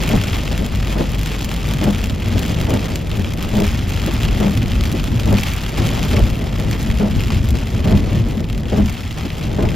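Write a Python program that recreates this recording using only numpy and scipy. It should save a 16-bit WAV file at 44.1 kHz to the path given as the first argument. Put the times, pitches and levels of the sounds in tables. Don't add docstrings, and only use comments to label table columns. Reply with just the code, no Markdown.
import sys
import numpy as np
from scipy import signal
from scipy.fft import rfft, irfft, next_fast_len
from scipy.io import wavfile
from scipy.ndimage import uniform_filter1d, map_coordinates

SR = 44100
rng = np.random.default_rng(int(sys.argv[2]) if len(sys.argv) > 2 else 0)


def wrap_up_sound(samples):
    columns = np.atleast_2d(samples).T
    tamed = np.clip(columns, -1, 1)
    steps = np.round(tamed * 32767).astype(np.int16)
    wavfile.write(sys.argv[1], SR, steps)


N = 429975

# (time [s], rumble level before its trim [dB], roof drumming level before its trim [dB])
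DRIVE = [(0.0, -25.5, -25.5), (1.11, -27, -28.5), (2.52, -24, -26.5), (2.99, -25.5, -29.5),
         (3.31, -23, -28.5), (3.64, -23.5, -26.5), (4.72, -22.5, -29.5), (5.21, -24, -24.5),
         (5.7, -25.5, -26), (6.11, -20, -24), (6.41, -24.5, -25), (7.47, -21.5, -26.5), (8.01, -20, -25.5),
         (8.99, -27, -30), (9.56, -25.5, -27.5), (9.75, -21.5, -25.5)]
RUMBLE_TRIM_DB, ROOF_TRIM_DB = 0.7, 1.5
# (time [s], swell [dB])
LOW_THUMPS = [(0.16, 10), (2.74, 4.5), (5.34, 7), (5.81, 6), (6.24, 5), (6.68, 7.5), (7.17, 7), (7.96, 8),
              (8.85, 8), (9.67, 6)]
THUMP_WIDTH_S = 0.028
# (frequency [Hz], relative density [dB per Hz])
ROAD_COLOUR = [(11, -28), (18, -2), (26, -11), (36, -5.5), (48, -2.5), (61, 0), (76, -1.5), (129, -8),
               (161, -21.5), (183, -21), (221, -8.5), (300, -20.5), (390, -23.5), (660, -120)]
# (frequency [Hz], width [Hz], lift [dB])
CABIN_BOOMS = [(93.5, 19.3, 4.5), (111.2, 10.4, 8), (184, 4.5, 3), (198.3, 32, 6), (253, 22, 0.5)]
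# (time [s], level before wavering [dB])
ENGINE = [(0.0, -22.5), (0.95, -19), (3.26, -27), (3.37, -46), (3.8, -22.5), (8.58, -23.5), (8.63, -37),
          (9.75, -24)]
HUM_HZ = 49.6

# (time [s], level before lulls [dB])
SHOWER = [(0.0, -28.5), (0.3, -30), (0.6, -35), (1.1, -33), (1.68, -31.5), (2.2, -33.5), (2.36, -32),
          (3.34, -35), (3.67, -29.5), (3.88, -34), (3.91, -30.5), (5.11, -34.5), (5.4, -30.5), (5.65, -30),
          (5.85, -31.5), (6.13, -29), (6.41, -35.5), (6.9, -35), (7.3, -35), (7.65, -34), (7.93, -34.5),
          (8.04, -36), (8.66, -42), (8.69, -34.5), (9.75, -36)]
# (time [s], change [dB])
LULLS = [(2.17, -5), (3.04, -6.5), (3.36, -9), (4.65, -8), (6.56, 4.5), (7.41, -5), (8.4, 0.5), (8.63, -4)]
LULL_WIDTH_S = 0.02
# (time [s], level before band offsets [dB], sharpness: treble offset [dB], depth: bass offset [dB])
BIG_DROPS = [(0.0356, -7, -22, -17), (0.0618, -15, -20, -14), (0.0778, -14, -15, -9),
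             (0.091, -8.5, -15, -12), (0.1172, -17, -23, -11), (0.186, -19, -21, -16),
             (0.2155, -13, -21, -7), (0.238, -12, -22, -12), (0.2953, -25, -27, -11),
             (0.3072, -14, -29, -11), (0.3322, -10.5, -29, -12), (0.3583, -18, -26, -16),
             (0.42, -18, -30, -13), (0.4777, -8.5, -30, -19), (0.578, -13, -15, -14),
             (0.6629, -12.5, -18, -18), (0.7502, -15.5, -19, -18), (0.8066, -16, -29, -23),
             (0.8271, -14, -29, -18), (0.848, -16, -27, -15), (0.8725, -11, -31, -14),
             (0.9039, -12, -27, -16), (0.926, -14.5, -18, -9), (0.984, -16, -22, -8),
             (0.9952, -16, -25, -8), (1.094, -27, -12, -13), (1.1862, -18, -17, -16),
             (1.2326, -14, -16, -13), (1.2604, -8.5, -21, -14), (1.3184, -17, -18, -12),
             (1.3918, -16, -17, -17), (1.4117, -16, -14, -14), (1.4457, -11.5, -14, -19),
             (1.492, -18, -19, -15), (1.515, -12, -21, -10), (1.5639, -17, -17, -14),
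             (1.5988, -22, -20, -16), (1.6537, -18, -21, -18), (1.6717, -20, -14, -10),
             (1.7111, -13, -19, -14), (1.737, -11, -16, -16), (1.7709, -24, -17, -14),
             (1.7919, -22, -25, -9), (1.8413, -14, -11, -14), (1.9074, -17, -14, -14),
             (1.9585, -20, -18, -11), (2.0413, -12, -16, -20), (2.0588, -15, -20, -17),
             (2.0977, -13, -21, -16), (2.2004, -19, -26, -16), (2.225, -15, -30, -20),
             (2.2453, -20, -20, -14), (2.3267, -27, -22, -12), (2.3815, -15, -18, -12),
             (2.4324, -15, -17, -9), (2.481, -23, -9, -13), (2.5167, -22, -14, -14), (2.546, -12, -23, -19),
             (2.5866, -23, -19, -12), (2.613, -10.5, -17, -17), (2.6963, -21, -10, -9),
             (2.7394, -13.5, -13, -14), (2.7731, -17, -19, -13), (2.7936, -10, -28, -19),
             (2.817, -20, -22, -14), (2.8904, -25, -16, -16), (2.9577, -12, -13, -23),
             (3.072, -22, -18, -5), (3.1563, -22, -17, -11), (3.1957, -23, -14, -13),
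             (3.265, -23, -26, -14), (3.3064, -23, -18, -14), (3.3364, -17, -14, -13),
             (3.396, -24, -26, -19), (3.4122, -28, -16, -14), (3.4262, -12, -17, -13),
             (3.491, -19, -14, -13), (3.5329, -27, -22, -10), (3.5534, -16, -14, -10),
             (3.6023, -11, -16, -9), (3.6462, -30, -18, -12), (3.7399, -28, -14, -13),
             (3.7917, -21, -24, -17), (3.8821, -25, -13, -15), (3.9011, -18, -16, -14),
             (3.9265, -21, -20, -11), (3.9644, -22, -16, -15), (3.9979, -15, -20, -21),
             (4.0238, -25, -22, -11), (4.0627, -12.5, -14, -15), (4.139, -18, -13, -16),
             (4.1889, -29, -22, -15), (4.233, -8.5, -22, -16), (4.2506, -11, -25, -17),
             (4.2832, -17, -28, -17), (4.3141, -24, -26, -10), (4.4024, -15, -14, -11),
             (4.459, -24, -25, -9), (4.5745, -10, -18, -15), (4.605, -27, -15, -17),
             (4.6294, -15, -20, -23), (4.6594, -15, -24, -18), (4.7187, -11, -22, -13),
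             (4.7547, -16, -24, -17), (4.81, -12, -21, -15), (4.8374, -12, -18, -16),
             (4.8552, -9, -23, -16), (4.8774, -20, -18, -12), (4.9168, -19.5, -9, -9),
             (4.9984, -15, -19, -15), (5.041, -10, -20, -10), (5.0739, -15, -24, -13),
             (5.1797, -19, -20, -13), (5.1981, -14, -19, -15), (5.3273, -14, -13, -13),
             (5.3712, -20, -15, -8), (5.3962, -18, -14, -12), (5.4344, -7.5, -18, -13),
             (5.5014, -18, -16, -17), (5.5359, -15, -12, -15), (5.5853, -13, -29, -22),
             (5.6057, -25, -20, -15), (5.6396, -18, -23, -12), (5.6641, -12, -23, -9),
             (5.7888, -23, -15, -10), (5.8706, -14, -14, -18), (5.8901, -10, -23, -20),
             (5.936, -20, -18, -14), (5.9938, -14, -20, -17), (6.0297, -11.5, -18, -13),
             (6.1131, -14, -18, -14), (6.133, -14, -19, -10), (6.1929, -16, -13, -10),
             (6.2388, -19, -18, -12), (6.3335, -27, -21, -11), (6.3465, -24, -19, -16),
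             (6.4124, -24, -31, -16), (6.5501, -31, -17, -9), (6.562, -24, -16, -11),
             (6.599, -15, -15, -15), (6.6478, -24, -19, -7), (6.7122, -12, -16, -17),
             (6.7298, -9.5, -27, -19), (6.9018, -15.5, -20, -13), (6.9417, -21, -21, -16),
             (6.9746, -32, -24, -16), (6.9868, -16, -21, -10), (7.1522, -24, -19, -14),
             (7.2061, -11, -25, -18), (7.2365, -11, -23, -19), (7.2714, -18, -21, -13),
             (7.2819, -16, -22, -7), (7.3042, -11.5, -27, -4), (7.3597, -20, -23, -15),
             (7.447, -26, -18, -11), (7.587, -14, -26, -19), (7.8556, -20, -21, -8), (7.883, -19, -21, -7),
             (7.9733, -17, -22, -13), (8.1893, -26, -18, -11), (8.3111, -20, -22, -15),
             (8.3789, -21, -22, -11), (8.4428, -17, -31, -11), (8.4882, -23, -23, -16),
             (8.4996, -13.5, -25, -17), (8.549, -18, -25, -17), (8.5784, -19.5, -17, -14),
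             (8.6338, -19.5, -25, -16), (8.6558, -22, -25, -13), (8.6842, -21, -23, -11),
             (8.7635, -26, -22, -6), (8.8598, -15.5, -19, -14), (8.8967, -15.5, -20, -17),
             (8.9436, -24, -18, -13), (9.007, -19, -19, -15), (9.1092, -16, -24, -11),
             (9.2095, -19, -28, -11), (9.2549, -26, -28, -16), (9.3035, -14, -35, -11),
             (9.5323, -28, -22, -10), (9.689, -14, -26, -13), (0.5884, -25, -24, -14),
             (0.7577, -15, -19, -15), (1.1184, -21, -10, -13), (1.1484, -20, -12, -15),
             (1.2134, -15, -17, -14), (1.6884, -14, -19, -14), (2.0704, -18, -18, -14),
             (2.2844, -18, -16, -15), (2.393, -12, -14, -13), (2.603, -17, -21, -17),
             (3.1154, -12, -25, -20), (3.6674, -14, -15, -14), (3.6914, -15, -20, -13),
             (4.3644, -27, -15, -11), (4.5524, -18, -16, -15), (4.7344, -18, -23, -17),
             (6.3011, -17, -17, -16), (6.3554, -19, -19, -17), (6.3794, -25, -16, -12),
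             (6.8284, -22, -6, -15), (6.9134, -23, -17, -13), (7.1694, -20, -18, -12),
             (7.3692, -17, -24, -14), (7.4884, -19, -10, -15), (7.5068, -21, -8, -11),
             (7.9099, -18, -15, -4), (8.529, -17.5, -20, -17), (8.7814, -20, -18, -6),
             (9.6265, -17, -18, -5), (0.025, -18, -13, -14), (0.163, -19, -13, -14), (0.624, -22, -16, -14),
             (0.773, -24, -15, -14), (0.888, -23, -15, -14), (1.193, -18, -14, -14),
             (1.2725, -20, -14, -14), (1.428, -18, -14, -14), (1.451, -18, -12, -14),
             (1.541, -18, -14, -14), (1.615, -24, -16, -14), (1.7856, -21, -14, -14),
             (1.9833, -20, -14, -13.5), (2.0155, -20, -15, -14), (2.148, -22, -15, -14),
             (2.4627, -20, -13, -14), (2.705, -17, -13, -14), (3.0956, -21, -16, -14),
             (3.172, -21, -14, -14), (3.222, -23, -15, -14), (3.3746, -22, -14, -14),
             (3.570, -19, -12, -14), (3.6785, -18, -12, -14), (3.717, -21, -14, -14),
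             (3.894, -18, -12, -14), (4.926, -17, -13, -14), (5.206, -20, -14, -14), (5.258, -19, -16, -10),
             (5.276, -20, -14, -14), (5.4104, -18, -12, -14), (5.487, -20, -13, -14),
             (5.564, -18, -13, -14), (5.8644, -19, -13, -14), (5.950, -20, -13, -14),
             (6.050, -19, -13, -14), (6.092, -20, -14, -14), (6.3087, -23, -15, -14),
             (6.5844, -22, -15, -14), (6.616, -24, -15, -14), (7.456, -23, -15, -14),
             (7.8056, -24, -16, -14), (8.926, -22, -15, -14), (9.078, -26, -15, -14),
             (9.383, -21, -15, -14), (9.705, -23, -15, -14)]
# (frequency [Hz], relative density [dB per Hz])
ROOF_COLOUR = [(88, -25), (150, 3), (167, 0.5), (183, -1.5), (221, -6.5), (429, -14), (618, -17),
               (724, -22), (1600, -36.5), (2080, -28), (3520, -120)]
# (frequency [Hz], relative density [dB per Hz])
GLASS_COLOUR = [(470, -12.5), (800, -0.5), (953, -4.5), (1240, -2.5), (1570, -5), (2570, -0.5),
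                (3000, -2.5), (3280, -1), (3550, -5), (4180, -8), (4900, -9), (5280, -7.5), (5750, -15),
                (6200, -11.5), (6600, -14), (7080, -13), (8770, -30.5), (10000, -24.5), (11700, -19.5),
                (12900, -19.5), (16000, -29.5)]
# (centre [Hz], tick t60 [s], ring t60 [s], ring over tick [dB],
# steady part against the unit-rms splash [ratio], big drop offset [dB], spread of small drop sizes [dB])
PANE = [(1010, 0.009, 0.066, -12, 0.24, 1, 3.0), (2670, 0.0042, 0.024, -8.5, 0.057, -4, 3),
        (5660, 0.0045, 0.029, -9.5, 0.07, 4.5, 5.2), (12000, 0.0051, 0.046, -11.5, 0.081, 17.5, 6.5)]
STRIKE_DB = [2, 5.5, 8, 10]
SQUALL_DB = 0.6
SPREAD_S = 0.0011

# (time [s], level before trims [dB], panel boom over it [dB], judder length [s], second blade [dB])
TURNS = [(0.087, -11, -6, 0.061, 6), (0.952, -10, -5, 0.064, 3), (1.809, -9, -6.5, 0.078, 4.5),
         (2.675, -11.5, -9.5, 0.083, 5.5), (3.53, -10, -1, 0.096, 1.5), (4.399, -9, 0, 0.065, -6),
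         (5.26, -9.5, -5, 0.08, 2.5), (6.129, -10, -5, 0.062, -1), (6.997, -9, 2, 0.073, -30),
         (7.852, -11, -2.5, 0.085, 2), (8.718, -10.5, 1, 0.08, 4), (9.578, -11, -1, 0.086, 3),
         (0.611, -17, 1, 0.017, -3), (1.481, -28.5, 9, 0.02, -1), (2.354, -17, 0.5, 0.024, -3),
         (3.185, -26, 8, 0.0107, 3.5), (4.075, -14, -10, 0.013, -3), (4.941, -11, -5, 0.01, -19),
         (5.807, -9.5, -7, 0.0064, -19), (6.68, -32, -5, 0.02, -4), (7.544, -15.5, -7, 0.018, -12),
         (8.404, -20, 1, 0.014, -21), (9.251, -17.5, 0.5, 0.01, -14)]
SHORT_JUDDER_S = 0.04
# (frequency [Hz], relative density [dB per Hz])
RUBBER_COLOUR = [(140, -15), (240, -3.5), (310, -3), (400, -8.5), (640, -9.5), (950, -20.5), (1400, -24.5),
                 (2200, -31), (4000, -94)]
# (frequency [Hz], width [Hz], lift [dB])
SQUEAL = [(304, 96, 0.5), (420, 60, 3), (606, 52, 4.5), (875, 140, 3.5)]
# (frequency [Hz], level [dB])
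PILLAR_COLOUR = [(200, 7), (290, 8), (380, 5), (620, -0.5), (1500, -6)]
# (frequency [Hz], width [Hz], relative level [dB])
PANEL = [(103, 25.6, -4.5), (201.8, 11, 6.5), (170, 96, -18.5), (406, 24, -13.5), (606, 45, -22)]
PANEL_LAG_S = 0.005
PILLAR_LEAD_S = 0.024
PILLAR_RUB_S = 0.0092
RUB_LEAD_S, RUB_WIDTH_S, RUB_DB = 0.06, 0.029, -35.5

# (time [s], level before trim and soft start [dB], pitch [Hz])
JOLTS = [(0.313, -13, 86.1), (0.484, -12, 69.6), (1.747, -7.5, 144), (1.855, -6, 120), (2.916, -15, 107),
         (3.181, -9, 91), (3.953, -7, 94.2), (5.214, -17, 121), (6.437, -13, 61.9), (6.533, -8, 94.2),
         (6.659, -9, 103), (6.889, -16, 62.4), (6.94, -11, 63.5), (7.159, -4, 89.5), (7.358, -4.5, 97.4),
         (7.509, -8, 61), (8.37, -4, 218), (8.849, -10, 61.9), (9.196, -15, 68)]
JOLT_CYCLES, JOLT_TRIM_DB = 6.6, -3

# (frequency [Hz], their difference against their sum [dB])
PORT_DIFFERENCE = [(30, -25), (60, -17), (80, -15), (110, -10.5), (140, -12.5), (190, -17.0), (260, -10),
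                   (340, -8.5), (460, -2.5), (610, -5.5), (820, -1), (1100, -4.0), (1470, -9), (1960, -106),
                   (2620, -15.5), (3510, -13), (4690, -12.5), (6270, -6.5), (8390, 12), (11200, 2),
                   (13000, -13.5), (15000, -30)]
# (frequency [Hz], signed share [ratio])
LEFT_LEAD = [(1500, 0.074), (2500, 0.54), (5200, .5), (5500, -0.4), (8400, -0.6), (8800, .4), (11500, .65),
             (13500, 0)]
# (frequency [Hz], left over right [dB])
CAPSULE_LEAN = [(60, 1), (240, 1.0), (950, 1.5), (3770, -1), (15000, -0.5)]
TOP_HZ, CEILING = 15850, 0.98


def amp(db):
    return 10 ** (np.asarray(db) / 20)


def unit(x):
    return x / np.sqrt(np.mean(x ** 2) + 1e-20)


def along(points, hz):
    f, v = np.transpose(points)
    return np.interp(np.log(hz + 1), np.log(f + 1), v)


def curves(rows):
    s, *cols = np.transpose(rows)
    return [np.interp(np.arange(N) / SR, s, c) for c in cols]


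def wobble(rate):
    knots = rng.standard_normal(int(N * rate / SR) + 4)
    return map_coordinates(knots, [np.arange(N) * rate / SR])


def swells(rows, width):
    t = np.arange(N) / SR
    return sum(db * np.exp(-((t - s) / width) ** 2) for s, db in rows)


def filtered(x, response):
    m = next_fast_len(N + 8192)
    return irfft(rfft(x, m) * response(np.fft.rfftfreq(m, 1 / SR)), m)[..., :N]


def lifted(peaks):
    return lambda f: amp(sum(lift_db / (1 + (2 * (f - c) / w) ** 2) for c, w, lift_db in peaks))


def hiss(spectrum, envelope=1, share=lambda hz: 1, strikes=0):
    hz = np.linspace(0, SR / 2, 4096)
    scale = np.sqrt(np.mean(amp(along(spectrum, hz)) ** 2))
    source = envelope * rng.standard_normal((2, N)) + strikes
    return filtered(source, lambda f: share(f) * amp(along(spectrum, f)) / scale)


def dying(blows, t60):
    power_fall = amp(-2 * 60 / (max(t60, 5e-4) * SR))
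    return np.sqrt(np.abs(signal.lfilter([1], [1, -power_fall], blows ** 2)))


def engine_hum():
    level = amp(curves(ENGINE)[0] + 0.71 * wobble(7.0))
    pitch_hz = HUM_HZ + 2.193 * wobble(5)
    hum = level * np.sin(2 * np.pi * np.cumsum(pitch_hz) / SR)
    return hum * [[1], [0]]


def road():
    level_db = curves(DRIVE)[0] + RUMBLE_TRIM_DB + swells(LOW_THUMPS, THUMP_WIDTH_S)
    lumpy_db = level_db + 2.3 * wobble(9) + 0.96 * wobble(25)
    return filtered(amp(lumpy_db) * hiss(ROAD_COLOUR), lifted(CABIN_BOOMS))


def roof_drumming(drops):
    level_db = curves(DRIVE)[1] + ROOF_TRIM_DB + 2.6 * wobble(3.595)
    drumming = unit(0.6 + unit(dying(drops, 0.053)))
    return hiss(ROOF_COLOUR, amp(level_db) * drumming)


def rain():
    patter_db = curves(SHOWER)[0] + swells(LULLS, LULL_WIDTH_S)
    count = int(1300 * N / SR)
    at = (rng.random(count) * N).astype(int)
    size = np.clip(rng.standard_normal(count), -3, 1.9)
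    squall = amp(SQUALL_DB * wobble(5.7) + 0.69 * wobble(20) + 1.34 * wobble(45))
    s, db, sharp_db, deep_db = np.transpose(BIG_DROPS)
    big_at = (s * SR).astype(int)
    out = roof_drumming(squall * np.bincount(at, amp(4.3 * size), N))
    tilts_db = [deep_db, 0, sharp_db / 2, sharp_db]
    for k, (_, tick, ring, ring_db, steady, big_db, spread_db) in enumerate(PANE):
        def splash(blows):
            return np.hypot(dying(blows, tick), amp(ring_db) * dying(blows, ring))

        colour_db = 3.4 * rng.standard_normal(count)
        small = squall * np.bincount(at, amp(spread_db * size + colour_db), N)
        big = np.bincount(big_at, amp(db + big_db + tilts_db[k]), N)
        small_splash = splash(small)
        patter = amp(patter_db) * unit(np.hypot(steady, unit(small_splash)))
        small_strikes = amp(patter_db - 7.0) * small / np.std(small_splash)
        strikes = amp(STRIKE_DB[k]) * (big + small_strikes)
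        envelope = uniform_filter1d(np.hypot(patter, splash(big)), size=round(SPREAD_S * SR))
        band = [(row[0], float(i == k)) for i, row in enumerate(PANE)]
        out = out + hiss(GLASS_COLOUR, envelope, lambda hz: np.sqrt(along(band, hz)), strikes)
    return out


def flip(u):
    return (u > 0) * amp(-60 * np.abs(u) / 0.11) * (1 - np.exp(-np.abs(u) / 0.0073))


def panel(f):
    return sum((-1) ** k * amp(db) * 1j * f * w / (c * c - f * f + 1j * f * w)
               for k, (c, w, db) in enumerate(PANEL))


def wipers():
    scrub = np.zeros((2, N + SR))
    boom, knocks = np.zeros(N + SR), np.zeros(N + SR)
    t = np.arange(SR // 2) / SR

    def add(track, start_s, sound):
        track[round(start_s * SR):][:len(t)] += sound

    rub = amp(RUB_DB) * np.exp(-((t - RUB_LEAD_S) / RUB_WIDTH_S) ** 2)
    for s, db, boom_db, length, second_db in TURNS:
        at_pillar = int(length < SHORT_JUDDER_S)
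        early = s - at_pillar * PILLAR_LEAD_S
        judder = 0.71 * np.clip(t / 0.013, 0, 1) * np.clip((length + 0.04 - t) / 0.041, 0, 1)
        shape = 0.8 * flip(t) + 0.91 * amp(second_db) * flip(t - length * 0.71) + judder
        add(scrub[at_pillar], s - at_pillar * PILLAR_RUB_S, amp(db - 12.5) * shape)
        add(scrub[0], max(s - 2 * RUB_LEAD_S, 0), rub)
        add(boom, early + PANEL_LAG_S, amp(db + boom_db - 6.5) * shape)
        knock_db = db + boom_db + 25.0
        knocks[round((early + PANEL_LAG_S / 2) * SR)] += amp(knock_db - 3.5)
        knocks[round((s + length * 0.85) * SR)] += amp(knock_db + second_db - 2.5)
    shake = rng.standard_normal((2, N))
    scale = np.std(filtered(shake, panel))
    grip = amp(1.8 * wobble(55))
    foot = hiss(RUBBER_COLOUR, grip * scrub[0, :N], lifted(SQUEAL))
    pillar = hiss(RUBBER_COLOUR, scrub[1, :N], lambda hz: amp(along(PILLAR_COLOUR, hz)))
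    thud = filtered(boom[:N] * shake + knocks[:N], panel) / scale
    return foot + pillar + thud


def jolts():
    out, t = np.zeros(N + SR), np.arange(SR // 4) / SR
    for s, db, hz in JOLTS:
        decay = amp(db + JOLT_TRIM_DB - 20 * t * hz / JOLT_CYCLES)
        knock = decay * np.sin(2 * np.pi * hz * t) * (1 - np.exp(-t / 0.0035))
        out[round(s * SR):][:len(t)] += knock
    return out[:N] * [[1], [0.6]]


def scene():
    alike, scattered = road() + engine_hum() + rain() + wipers() + jolts()

    def lead(hz):
        return np.clip(along(LEFT_LEAD, hz), -1, 1)

    side = filtered(alike, lambda hz: amp(along(PORT_DIFFERENCE, hz)) * 1j * lead(hz))
    side = side + filtered(scattered, lambda hz: amp(along(PORT_DIFFERENCE, hz)) * np.sqrt(1 - lead(hz) ** 2))
    return np.array([alike + side, alike - side])


def record(dry):
    leaning = filtered(dry, lambda hz: amp(along(CAPSULE_LEAN, hz) / 2 * [[1], [-1]]))
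    rounded = leaning / (1 + np.abs(leaning / CEILING) ** 6) ** (1 / 6)
    return filtered(rounded, lambda hz: hz < TOP_HZ)


dry = scene()
out = record(dry)
wrap_up_sound(out)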